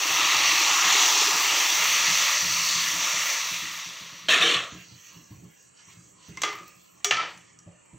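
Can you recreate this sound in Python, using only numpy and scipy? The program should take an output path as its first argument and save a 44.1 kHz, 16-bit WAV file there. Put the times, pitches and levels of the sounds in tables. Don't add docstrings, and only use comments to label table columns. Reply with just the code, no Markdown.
import sys
import numpy as np
from scipy import signal
from scipy.fft import rfft, irfft
from scipy.io import wavfile
from scipy.ndimage import uniform_filter1d, map_coordinates

SR = 44100
rng = np.random.default_rng(int(sys.argv[2]) if len(sys.argv) > 2 else 0)


def transcribe(u):
    v = np.clip(np.atleast_2d(u).T, -1, 1)
    q = np.round(v * 32767).astype(np.int16)
    wavfile.write(sys.argv[1], SR, q)


def boost_factor(decibels):
    exponent = np.asarray(decibels, float) / 20
    return 10 ** exponent


N = 351918
T = np.arange(N) / SR
TOP_HZ = 15750
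PORTS = np.array([[1], [-1]])

ZONE_EDGES_HZ = [240, 1550, 5050, 9200, 15700]
SIMMER_EDGES_HZ = [380, 1550, 3200, 5200, 6900]
# frequency_hz, level_db (per Hz)
SPRAY_COLOUR = [(8600, -25), (9300, -33), (10300, -14), (11500, -26), (12200, -6.5), (14900, -6),
                (15700, 2.5)]


def unit(x):
    return x / np.sqrt(np.mean(x ** 2))


def columns(rows):
    s, *cols = np.transpose(rows)
    return [np.interp(T, s, c) for c in cols]


def zone(x, edges, k):
    return signal.sosfilt(signal.butter(4, edges[k:k + 2], "bandpass", fs=SR, output="sos"), x)


def zoned(x, edges, gains):
    return [g * unit(zone(x, edges, k)) for k, g in enumerate(gains)]


def ring(x, hz, width_hz):
    return signal.lfilter(*signal.iirpeak(hz, hz / width_hz, fs=SR), x)


def tint(x, colour):
    hz, db = np.transpose(colour)
    log_hz = np.log(np.arange(1025) * SR / 2048 + 1)
    log_gain = np.log(boost_factor(np.interp(log_hz, np.log(hz), np.maximum(db, -50))))
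    cepstrum = irfft(log_gain)
    cepstrum[1:1024] *= 2
    cepstrum[1025:] = 0
    response = irfft(np.exp(rfft(cepstrum)))
    return unit(signal.fftconvolve(x, response)[:len(x)])


def walk(rate):
    k = int(SR / rate)
    held = np.repeat(rng.standard_normal(N // k + 1), k)
    return unit(uniform_filter1d(uniform_filter1d(held, k), k)[:N])


def crackle(rate, spread_db):
    out, count = np.zeros(N), int(rate * N / SR)
    size_db = np.minimum(spread_db * rng.standard_exponential(N // 4), 5 * spread_db)[:count]
    at = rng.integers(0, N, N // 4)[:count]
    out[at] = rng.standard_normal(N // 4)[:count] * boost_factor(size_db)
    return unit(out)


def patchy(x, patch_db, patch_s, patch_hz, size=512):
    hz, s, spec = signal.stft(x, SR, nperseg=size)
    field = rng.standard_normal((400, 400))
    spots = map_coordinates(field, np.meshgrid(hz / patch_hz, s / patch_s, indexing="ij"), order=1)
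    return signal.istft(spec * boost_factor(patch_db * spots), SR, nperseg=size)[1][:N]


def add(out, s, burst):
    at = int(s * SR)
    out[at:at + len(burst)] += burst[:len(out) - at]


def steam(colour, rate, spread_db, share, flicker_db):
    flicker = boost_factor(flicker_db * walk(14))
    return flicker * tint(share * crackle(rate, spread_db) + rng.standard_normal(N), colour)


def fine_steam(colour, rate, flicker_db):
    return unit(zone(steam(colour, rate, 2.2, .55, flicker_db), ZONE_EDGES_HZ, 3))


def steam_zones():
    # time_s, level_db, brightness_db, gurgle_db
    pour_curve = [(0.0, -28.5, 2, 3), (0.1, -25.5, 1, 0), (0.33, -22, -1.5, -4), (0.8, -23, 0, 0),
                  (1.03, -22.5, 2, 2), (1.45, -25.5, 2.5, 1), (2.2, -26, 2.5, -2), (2.55, -29.5, 3, -4),
                  (2.7, -27.5, 3, -5), (3.3, -30, 3, -2), (3.55, -34, 2, -5), (3.9, -40.5, 0, -3),
                  (4.27, -46.5, -4, -5)]
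    # offset_db, brightness_share, gurgle_share
    pour_zones = [(-18, 0, 1.1), (-7.5, 0, .4), (-.6, 0, 0), (-3.8, 1, 0), (-16, 1.2, 0)]
    flutter_db = [1.8, 1.2, .4, .4, .4]
    level, bright, gurgle = columns(pour_curve)
    dbs = [level + db + b * bright + g * gurgle + f * walk(16)
           for (db, b, g), f in zip(pour_zones, flutter_db)]
    return boost_factor(np.array(dbs))


def boiling():
    # frequency_hz, level_db (per Hz)
    pour_colour = [(240, -28.5), (320, -13), (430, -17), (620, -10), (800, -8.5), (1170, 3.5), (1900, -1),
                   (2750, 3), (3050, -1), (4450, -1), (6050, 2), (7400, -6.5), (8500, -16), (9200, -22.5)]
    # frequency_hz, width_hz, level_db
    bubbles = [(320, 40, -29), (405, 30, -29), (1160, 150, -16), (1950, 300, -13), (2720, 260, -12),
               (3450, 300, -12), (4400, 350, -15), (5900, 450, -11)]
    # frequency_hz, width_hz, dry_depth (0-1),
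    # flooded_depth (0-1)
    hollows = [(400, 130, 0., .7), (800, 150, 0., .55), (1520, 200, .45, .45)]
    flood_s = (1.4, 2.4)
    # middle_s, reach_s, frequency_hz, width_hz, level_db
    surges = [(.42, .15, 1170, 150, 1.5), (.75, .35, 7000, 1200, 2), (.85, .3, 770, 160, 5),
              (1.2, .4, 570, 200, -5), (1.7, .2, 890, 160, 4), (1.8, .3, 1950, 600, 3),
              (1.95, .3, 300, 110, -6), (2.25, .5, 560, 170, 6), (2.3, .3, 2050, 500, 4),
              (2.35, .45, 4700, 1100, 3), (2.8, .35, 800, 200, -7), (2.85, .25, 400, 130, -8),
              (3.2, .3, 540, 250, 6), (3.2, .25, 2080, 450, 4), (3.5, .15, 350, 120, -7),
              (3.7, .2, 2000, 500, 3), (3.98, .2, 500, 220, 7), (4.1, .25, 790, 250, -8),
              (2.7, .12, 6000, 900, 2), (.6, .5, 2700, 500, 1.5)]
    out = patchy(steam(pour_colour, 4000, 2.2, .4, .5), 2, .16, 260, size=256)
    for hz, width_hz, db in bubbles:
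        bubble = unit(ring(crackle(width_hz * 5, 2.0), hz, width_hz))
        out = out + boost_factor(db + 2.0 * walk(5)) * bubble
    flood = np.interp(T, flood_s, [0, 1])
    for hz, width_hz, dry_depth, wet_depth in hollows:
        depth = dry_depth + (wet_depth - dry_depth) * flood
        out = out - depth * ring(out, hz, width_hz)
    for s, reach, hz, width_hz, db in surges:
        swell_db = db * np.exp(-((T - s) / reach) ** 2)
        out = out + (boost_factor(swell_db) - 1) * ring(out, hz, width_hz)
    return out


def pouring(share):
    pour_edges_hz = [240, 850, 1550, 5050, 9200]
    # frequency_hz, level_db (per Hz)
    fizz_colour = [(8600, -7), (9290, -21), (9900, -11.5), (10800, -13.5), (11500, -16.5), (12300, -11.5),
                   (14900, -4.5), (15700, -6)]
    *body_gains, fizz_gain = steam_zones() * share
    sizzle = sum(zoned(boiling(), pour_edges_hz, body_gains))
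    return sizzle, fizz_gain * fine_steam(fizz_colour, 3000, 1.2)


def rattle_zones():
    # time_s, shaking_db
    rattle = [(4.295, -20), (4.33, -18.5), (4.36, -21), (4.405, -24), (4.412, -21), (4.425, -20.5),
              (4.48, -22), (4.545, -23.5), (4.68, -41), (4.775, -53), (4.85, -60)]
    # full_shaking_db, slope (dB per dB of shaking)
    rattle_slopes = [(-27, .75), (-18, 1.05), (-30, .95), (-43, 2.1)]
    shake = columns(rattle)[0] - rattle[1][1]
    return boost_factor(np.array([db + slope * shake for db, slope in rattle_slopes]))


def jug():
    # frequency_hz, level_db (per Hz)
    jug_colour = [(120, -46.5), (200, -14), (380, -18), (471, -8), (550, -13), (711, -9.5), (880, -23),
                  (1150, -5), (1410, -6.5), (1730, -4), (2200, -6), (2610, -3), (3680, -5), (4350, -11),
                  (4750, -20), (5400, -15), (6590, -18), (8500, -25), (8900, -36)]
    # frequency_hz, level_db (per Hz)
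    sheen_colour = [(8800, 0), (11200, -3), (11800, -9), (14900, -2)]
    # start_s, peak_db, ring_hz
    bounces = [(4.2848, -8.5, 3280), (4.2998, -6.5, 2700), (4.3114, -7.5, 2690), (4.3218, -4.5, 1710),
               (4.3298, -2.5, 1820), (4.3394, -5, 2550), (4.3754, -11, 2600), (4.414, -8.5, 2630),
               (4.4225, -4.5, 3590), (4.4353, -15, 1760), (4.4514, -13.5, 3110), (4.478, -10.5, 3140),
               (4.4984, -12, 3150), (4.5394, -11, 3280)]
    clash = 0.59 * crackle(3000, 2.2) + rng.standard_normal(N)
    chatter = patchy(tint(clash, jug_colour), 3.5, .04, 110, size=1024)
    *body_gains, sheen_gain = rattle_zones()
    sheen = sheen_gain * unit(zone(tint(clash, sheen_colour), [8800, TOP_HZ], 0))
    gate = np.clip((T - bounces[0][0]) / .0015, 0, 1) * np.clip((4.9 - T) / 0.13, 0, 1)
    out = gate * boost_factor(-1.5) * (sum(zoned(chatter, ZONE_EDGES_HZ, body_gains)) + sheen)
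    t = T[:SR // 8]
    shape = boost_factor(-60 * t / 0.075) - boost_factor(-60 * t / 0.00597)
    for s, db, hz in bounces:
        add(out, s, boost_factor(db - 9.5) * np.sin(2 * np.pi * hz * t) * shape)
    return out


def ladle():
    # start_s, thud_db, clang_db, tick_db,
    # strongest_ring_hz
    clinks = [(6.275, -70, -56, -54, 5200), (6.3716, -42, -38, -41, 2680), (6.4176, -34, -27, -26, 6150),
              (6.4342, -23, -18, -30, 2315), (6.4501, -34, -29, -36, 3370), (6.4872, -34, -33, -46, 2200),
              (6.5269, -36, -38, -50, 1000), (6.5856, -42, -44, -54, 3100), (6.6314, -46, -54, -56, 1220),
              (6.679, -60, -60, -54, 7600), (7.0446, -29, -18, -18.5, 5770), (7.1087, -21, -12, -29, 2720),
              (7.123, -30, -20, -40, 2020), (7.143, -32, -23, -42, 2560), (7.1685, -29, -23, -42, 2300),
              (7.1919, -27, -27, -57, 1290), (7.2234, -29, -31, -56, 1280), (7.3747, -54, -54, -52, 6000),
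              (7.5883, -68, -64, -48, 5820), (7.6274, -70, -73, -60, 6450)]
    # frequency_hz, first_stir_db, second_stir_db, t60_s
    pan_modes = [(325, 1, -8.5, .2), (414.4, 2.5, -15, 0.28), (737, -7, -1, .2), (1200, -2, -7, 0.43),
                 (1240, 0, -3, 0.34), (1346, -6, 4.5, .2), (1754, -11, 1, 0.29), (2054, 10, 3, 0.41),
                 (2315, 10, 4.5, .25), (2714, -2, 3, 0.21), (3040, 4, 4, 0.25), (3360, 4, -2, .2),
                 (4150, -8, -14, .1), (5750, -7, 6, 0.17), (6100, -4, -4, .1), (6800, -6, 1, 0.18),
                 (7750, -15, 1, 0.11)]
    room_t60_s = [0.4, 0.42, .3, 0.17]
    # frequency_hz, level_db (per Hz)
    clank_colour = [(240, -16), (330, -10), (620, -5), (1200, 0), (1520, 3), (2700, 3), (4100, -1),
                    (6050, 2), (7400, -5), (9200, -22), (10300, -14), (11500, -17), (14900, -7)]
    # start_s, stop_s, frequency_hz, level_db
    bowl = (7.05, 7.11, 407, -36)
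    out, t = np.zeros(N), T[:SR // 3]
    splash = tint(rng.standard_normal(N), clank_colour)
    for s, low_db, mid_db, high_db, hz in clinks:
        stir = 1 + (s > 7)
        rings = np.zeros(len(t))
        for mode, draw in zip(pan_modes, rng.standard_normal((len(pan_modes), 22))):
            waver_db = np.interp(t, np.linspace(0, .5, 20), 5.4 * draw[2:])
            decay = boost_factor(mode[stir] + waver_db - 60 * t / min(mode[3], .22))
            rings += decay * np.sin(2 * np.pi * mode[0] * (1 + .005 * draw[0]) * t + 3 * draw[1])
        rings = unit(rings) + boost_factor(20 - 60 * t / 0.052) * np.sin(2 * np.pi * hz * t)
        noise = splash[rng.integers(N - SR):][:len(t)]
        room_noise = noise - .45 * ring(noise, 3900, 1400)
        onset = np.clip(t / np.interp(high_db - low_db, [-30, -10], [.008, .0005]), 0, 1)
        tail_db = np.interp(high_db - mid_db, [-14, 0], [-9.5, -15])
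        sheen_db = 1.35 * high_db - 7
        for k, db in enumerate([low_db - 7, mid_db - 8, high_db - 3, sheen_db - 8]):
            tail = boost_factor(tail_db - 60 * t / room_t60_s[k]) * (1 - (3 * t) ** 4)
            crack = noise * boost_factor(-60 * t / 0.019) + room_noise * tail
            hit = zone(onset * (unit(crack) + boost_factor(-9) * rings), ZONE_EDGES_HZ, k)
            add(out, s, boost_factor(db) * hit / np.sqrt(np.mean(hit[:SR // 100] ** 2)))
    start_s, stop_s, hum_hz, hum_db = bowl
    t = T[:int((stop_s - start_s) * SR)]
    add(out, start_s, boost_factor(hum_db) * np.minimum(t / 0.023, 1) * np.sin(2 * np.pi * hum_hz * t))
    return out


def steel():
    # start_s, frequency_hz, level_db, t60_s, swell_s
    lasting_rings = [(4.287, 640, -26, .12, .002), (4.3, 1766, -22, .35, .02), (4.3, 2659, -27, .3, .005),
                     (4.32, 3560, -29, .15, .01), (4.415, 1701, -25, .25, .005),
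                     (4.418, 3655, -23, .22, .005), (4.43, 3125, -27, .6, .03), (4.43, 474, -31, .4, .02),
                     (4.48, 1160, -33, .35, .04), (4.41, 340, -35, .5, .03), (6.373, 1061, -39, .1, .002),
                     (6.373, 2094, -30, .08, .002), (6.434, 420, -37, .3, .003),
                     (6.434, 1200, -26, .5, .002), (6.434, 1235, -30, .55, .002),
                     (6.434, 1416, -35, .3, .002), (6.434, 2051, -31, .4, .002),
                     (6.434, 2315, -31, .3, .002), (6.434, 3068, -35, .3, .002),
                     (6.434, 3370, -31, .2, .002), (6.434, 5696, -36, .25, .002),
                     (7.045, 1222, -29, .2, .002), (7.045, 715, -38, .2, .002),
                     (7.045, 3386, -30, .2, .002), (7.045, 5800, -29, .25, .002),
                     (7.045, 6627, -33, .35, .002), (7.045, 7704, -33, .15, .002),
                     (7.109, 1255, -26, .4, .002), (7.109, 2735, -19, .1, .002),
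                     (7.109, 2444, -29, .3, .002), (7.109, 3052, -32, .4, .002),
                     (7.109, 4050, -32, .2, .002), (7.15, 1319, -19.5, .2, .04), (7.37, 9950, -62, .1, .01)]
    out, t, knots = np.zeros(N), T[:SR // 2], np.linspace(0, .5, 50)
    draws = rng.standard_normal((len(lasting_rings), 2, 50))
    for (s, hz, db, t60, swell), (size, phase) in zip(lasting_rings, draws):
        slap = np.clip((t - swell) / .04, 0, 1)
        size = np.interp(t, knots, size) * slap
        phase = np.interp(t, knots, phase) * slap
        decay = boost_factor(db - 60 * np.maximum(t - swell, 0) / t60)
        shape = decay * np.minimum(t / swell, 1) ** 2 * (1 - (2 * t) ** 4)
        add(out, s, shape * (1 + .55 * size) * np.sin(2 * np.pi * hz * t + 1.1 * phase))
    return out


def simmer_zones():
    # time_s, level_db, brightness_db, spray_db
    simmer_curve = [(4.75, -55, 2, -68), (5.12, -58, 3, -67), (5.2, -63, 4, -70), (5.5, -72, 7, -76),
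                    (5.61, -68, 8, -74), (5.74, -78, 6, -88), (5.8, -62, 1, -80), (5.86, -63, 4, -80),
                    (5.91, -55, 4, -72), (6.14, -76, 8, -85), (6.23, -62, 6, -82), (6.3, -55, 2, -68),
                    (6.7, -64, 4, -68), (6.9, -71, 4, -74), (7.04, -70, -1, -82), (7.37, -66, 1, -74),
                    (7.5, -70, 4, -89), (7.65, -82, -2, -95), (7.98, -82, -6, -90)]
    # offset_db, level_share, brightness_share
    simmer_shares = [(-33.5, .55, -.6), (-15, .75, -.4), (-4, .98, .1), (-12.5, .8, .9)]
    blub_db = [4, 3, 2.5, 2, 3]
    level, bright, spray = columns(simmer_curve)
    dbs = [db + a * level + b * bright for db, a, b in simmer_shares] + [spray]
    return boost_factor(np.array([db + f * walk(20) for db, f in zip(dbs, blub_db)]))


def burner():
    burner_edges_hz = [6900, 8250]
    return boost_factor(-64.5 + 1.2 * walk(5)) * unit(zone(rng.standard_normal(N), burner_edges_hz, 0))


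def simmering(share):
    # frequency_hz, level_db (per Hz)
    simmer_colour = [(380, -5), (560, -3.5), (800, -8), (1050, 1.5), (1500, -3), (1950, -4.5), (2300, -5.5),
                     (2700, -3), (3600, -13), (4400, -2.5), (5100, -10), (5900, -2.5), (6900, -5)]
    calm_db = [-71, -70, -83, -76]
    *body_gains, spray_gain = simmer_zones() * share
    calm = np.hypot(body_gains, share * boost_factor(np.array(calm_db))[:, None])
    pot, unlike = [patchy(steam(simmer_colour, 2500, 2.0, .4, 1.1), 5.5, .1, 70, size=1024)
                   for _ in range(2)]
    body = sum(zoned(pot, SIMMER_EDGES_HZ, calm)) + burner()
    body = body + boost_factor(-10) * PORTS * sum(zoned(unlike, SIMMER_EDGES_HZ, calm[:3]))
    spray = patchy(fine_steam(SPRAY_COLOUR, 1500, 1.5), 4, .04, 500)
    spray = spray + boost_factor(-7) * PORTS * fine_steam(SPRAY_COLOUR, 1500, 1.5)
    return body, np.hypot(spray_gain, boost_factor(-95)) * spray


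def bursts():
    # start_s, peak_db, ring_hz
    pops = [(4.9786, -42, 5930), (5.0115, -41, 5790), (5.0674, -40, 5950), (5.2405, -39, 6010),
            (5.7738, -44, 5570), (5.8541, -41, 6070), (5.8765, -42, 6100), (6.0397, -43, 6120),
            (6.2282, -44, 5370), (6.984, -49, 5880), (7.7204, -50, 7810), (7.8595, -51, 7710)]
    # start_s, peak_db
    spits = [(4.7446, -53), (4.7765, -54), (4.806, -53), (5.003, -55), (5.0599, -57), (5.1322, -51),
             (5.2121, -57), (5.3153, -57), (5.3457, -55), (5.439, -54), (5.6246, -57), (6.2851, -50),
             (6.5266, -48), (6.5535, -45), (6.6782, -42), (6.769, -59), (7.8531, -65)]
    out, t = np.zeros(N), T[:SR // 10]
    noise = rng.standard_normal(N)
    puff = unit(zone(noise, SIMMER_EDGES_HZ, 3))
    mist = unit(zone(tint(noise, SPRAY_COLOUR), ZONE_EDGES_HZ, 3))
    for s, db, hz in pops:
        shape = boost_factor(db - 6 - 60 * t / .03) * np.minimum(t / .001, 1)
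        add(out, s, shape * (np.sin(2 * np.pi * hz * t) + .6 * puff[int(s * SR):][:len(t)]))
    for s, db in spits:
        add(out, s, boost_factor(db - 9 - 60 * t / .07) * mist[int(s * SR):][:len(t)])
    return out


def sloshes(noise):
    # start_s, level_db, pitch_hz, t60_s
    slosh_events = [
        (5.31, -57, 1040, .25),
        (5.44, -59, 1060, .2),
        (5.88, -60, 1050, .3),
        (6.6, -52, 330, .4),
        (7.665, -55, 590, .5),
    ]
    out, t = np.zeros(N), T[:SR // 2]
    for s, db, hz, t60 in slosh_events:
        swirl = unit(ring(ring(noise[int(s * SR / 2):][:len(t)], hz, 196), hz, 200))
        add(out, s, boost_factor(db - 60 * t / t60) * np.minimum(t / .01, 1) * swirl)
    return out


def counter_modes(drive):
    # frequency_hz, width_hz, level_db
    modes = [(88, 35, -2.5), (123.8, 11, -0.5), (173.8, 12, 2.5), (317.3, 31, -5), (394.6, 36, -10)]
    out = np.zeros(N)
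    for k, (hz, width_hz, db) in enumerate(modes):
        mode = ring(drive[int(hz > 150)], hz, width_hz) / np.sqrt(width_hz / SR)
        out += (-1) ** k * boost_factor(db) * mode
    return signal.sosfilt(signal.butter(1, 70, "highpass", fs=SR, output="sos"), out)


def counter():
    # start_s, peak_db, t60_s, depth_db
    knocks = [(0.1, -39, .3, 2), (0.22, -37, .3, -2), (0.35, -38, .35, 2), (0.7, -44, .3, -6),
              (0.85, -37, .5, -8), (1.33, -38, .3, -12), (1.51, -45, .2, 4), (1.8, -47, .5, -3),
              (2.075, -33, .5, -2), (2.421, -35, 1.4, 2), (2.749, -35, .9, -2), (2.93, -37, .5, 0),
              (3.133, -38, .5, -2), (3.512, -36, .25, -3), (3.621, -36, .4, -4), (3.86, -41, .3, -3),
              (4.009, -39, .2, -4), (4.121, -40, .2, -4), (4.4, -31, .4, -8), (4.55, -33, .2, 0),
              (4.721, -31, .35, -1), (4.914, -42, .2, 4), (5.158, -42, .25, 0), (5.306, -35, .4, 5),
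              (5.87, -49, .3, 2), (5.965, -47, .2, 5), (6.285, -34, .5, 1), (7.115, -36, .4, -6),
              (7.662, -38, .3, 3), (7.93, -38, .4, 3)]
    rumble = boost_factor(-63.5 + 4.5 * walk(12))
    noise = rng.standard_normal((4, N))
    drive, t = np.zeros((2, N)), T[:SR // 2]
    for s, db, t60, deep_db in knocks:
        shake = boost_factor(-19 - 60 * t / t60) * np.minimum(t / .006, 1) * noise[1, int(s * SR / 2):][:len(t)]
        shake = shake + boost_factor(-27) * (t < .002)
        add(drive[0], s, boost_factor(db + deep_db) * shake)
        add(drive[1], s, boost_factor(db) * shake)
    mid = rumble * unit(counter_modes(noise[[0, 0]])) + counter_modes(drive) + sloshes(noise[2])
    unlike_knocks = counter_modes(drive * np.sign(walk(40)))
    side = (rumble * unit(counter_modes(noise[[3, 3]])) + unlike_knocks) * boost_factor(-20)
    return mid * boost_factor(np.array([[-.8], [.8]])) + side * PORTS


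def air_hiss():
    return boost_factor(-63) * unit(ring(ring(rng.standard_normal(N), 400, 900), 400, 1100)) * PORTS


def scene():
    quiet = np.clip((T - 4.3) / 0.26, 0, 1)
    sizzle, fizz = pouring(1 - quiet)
    simmer, spray = simmering(quiet)
    lean = boost_factor(quiet * np.array([[-1.5], [1.5]]))
    near = boost_factor(1.6) * (sizzle + simmer * lean + jug() + ladle())
    return near + steel() + bursts() + fizz + spray + counter() + air_hiss()


def band_limit(x):
    return signal.sosfilt(signal.butter(12, 16830, fs=SR, output="sos"), x)


def record(dry):
    # frequency_hz, width_hz, depth (0-1)
    notches = [(1519, 420, 0.62), (5113, 1150, 0.66)]
    for hz, width_hz, depth in notches:
        dry = dry - min(depth, .95) * ring(dry, hz, width_hz)
    mix = signal.sosfilt(signal.ellip(10, .3, 70, TOP_HZ, fs=SR, output="sos"), dry)
    return band_limit(mix)


dry = scene()
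out = record(dry)
transcribe(out)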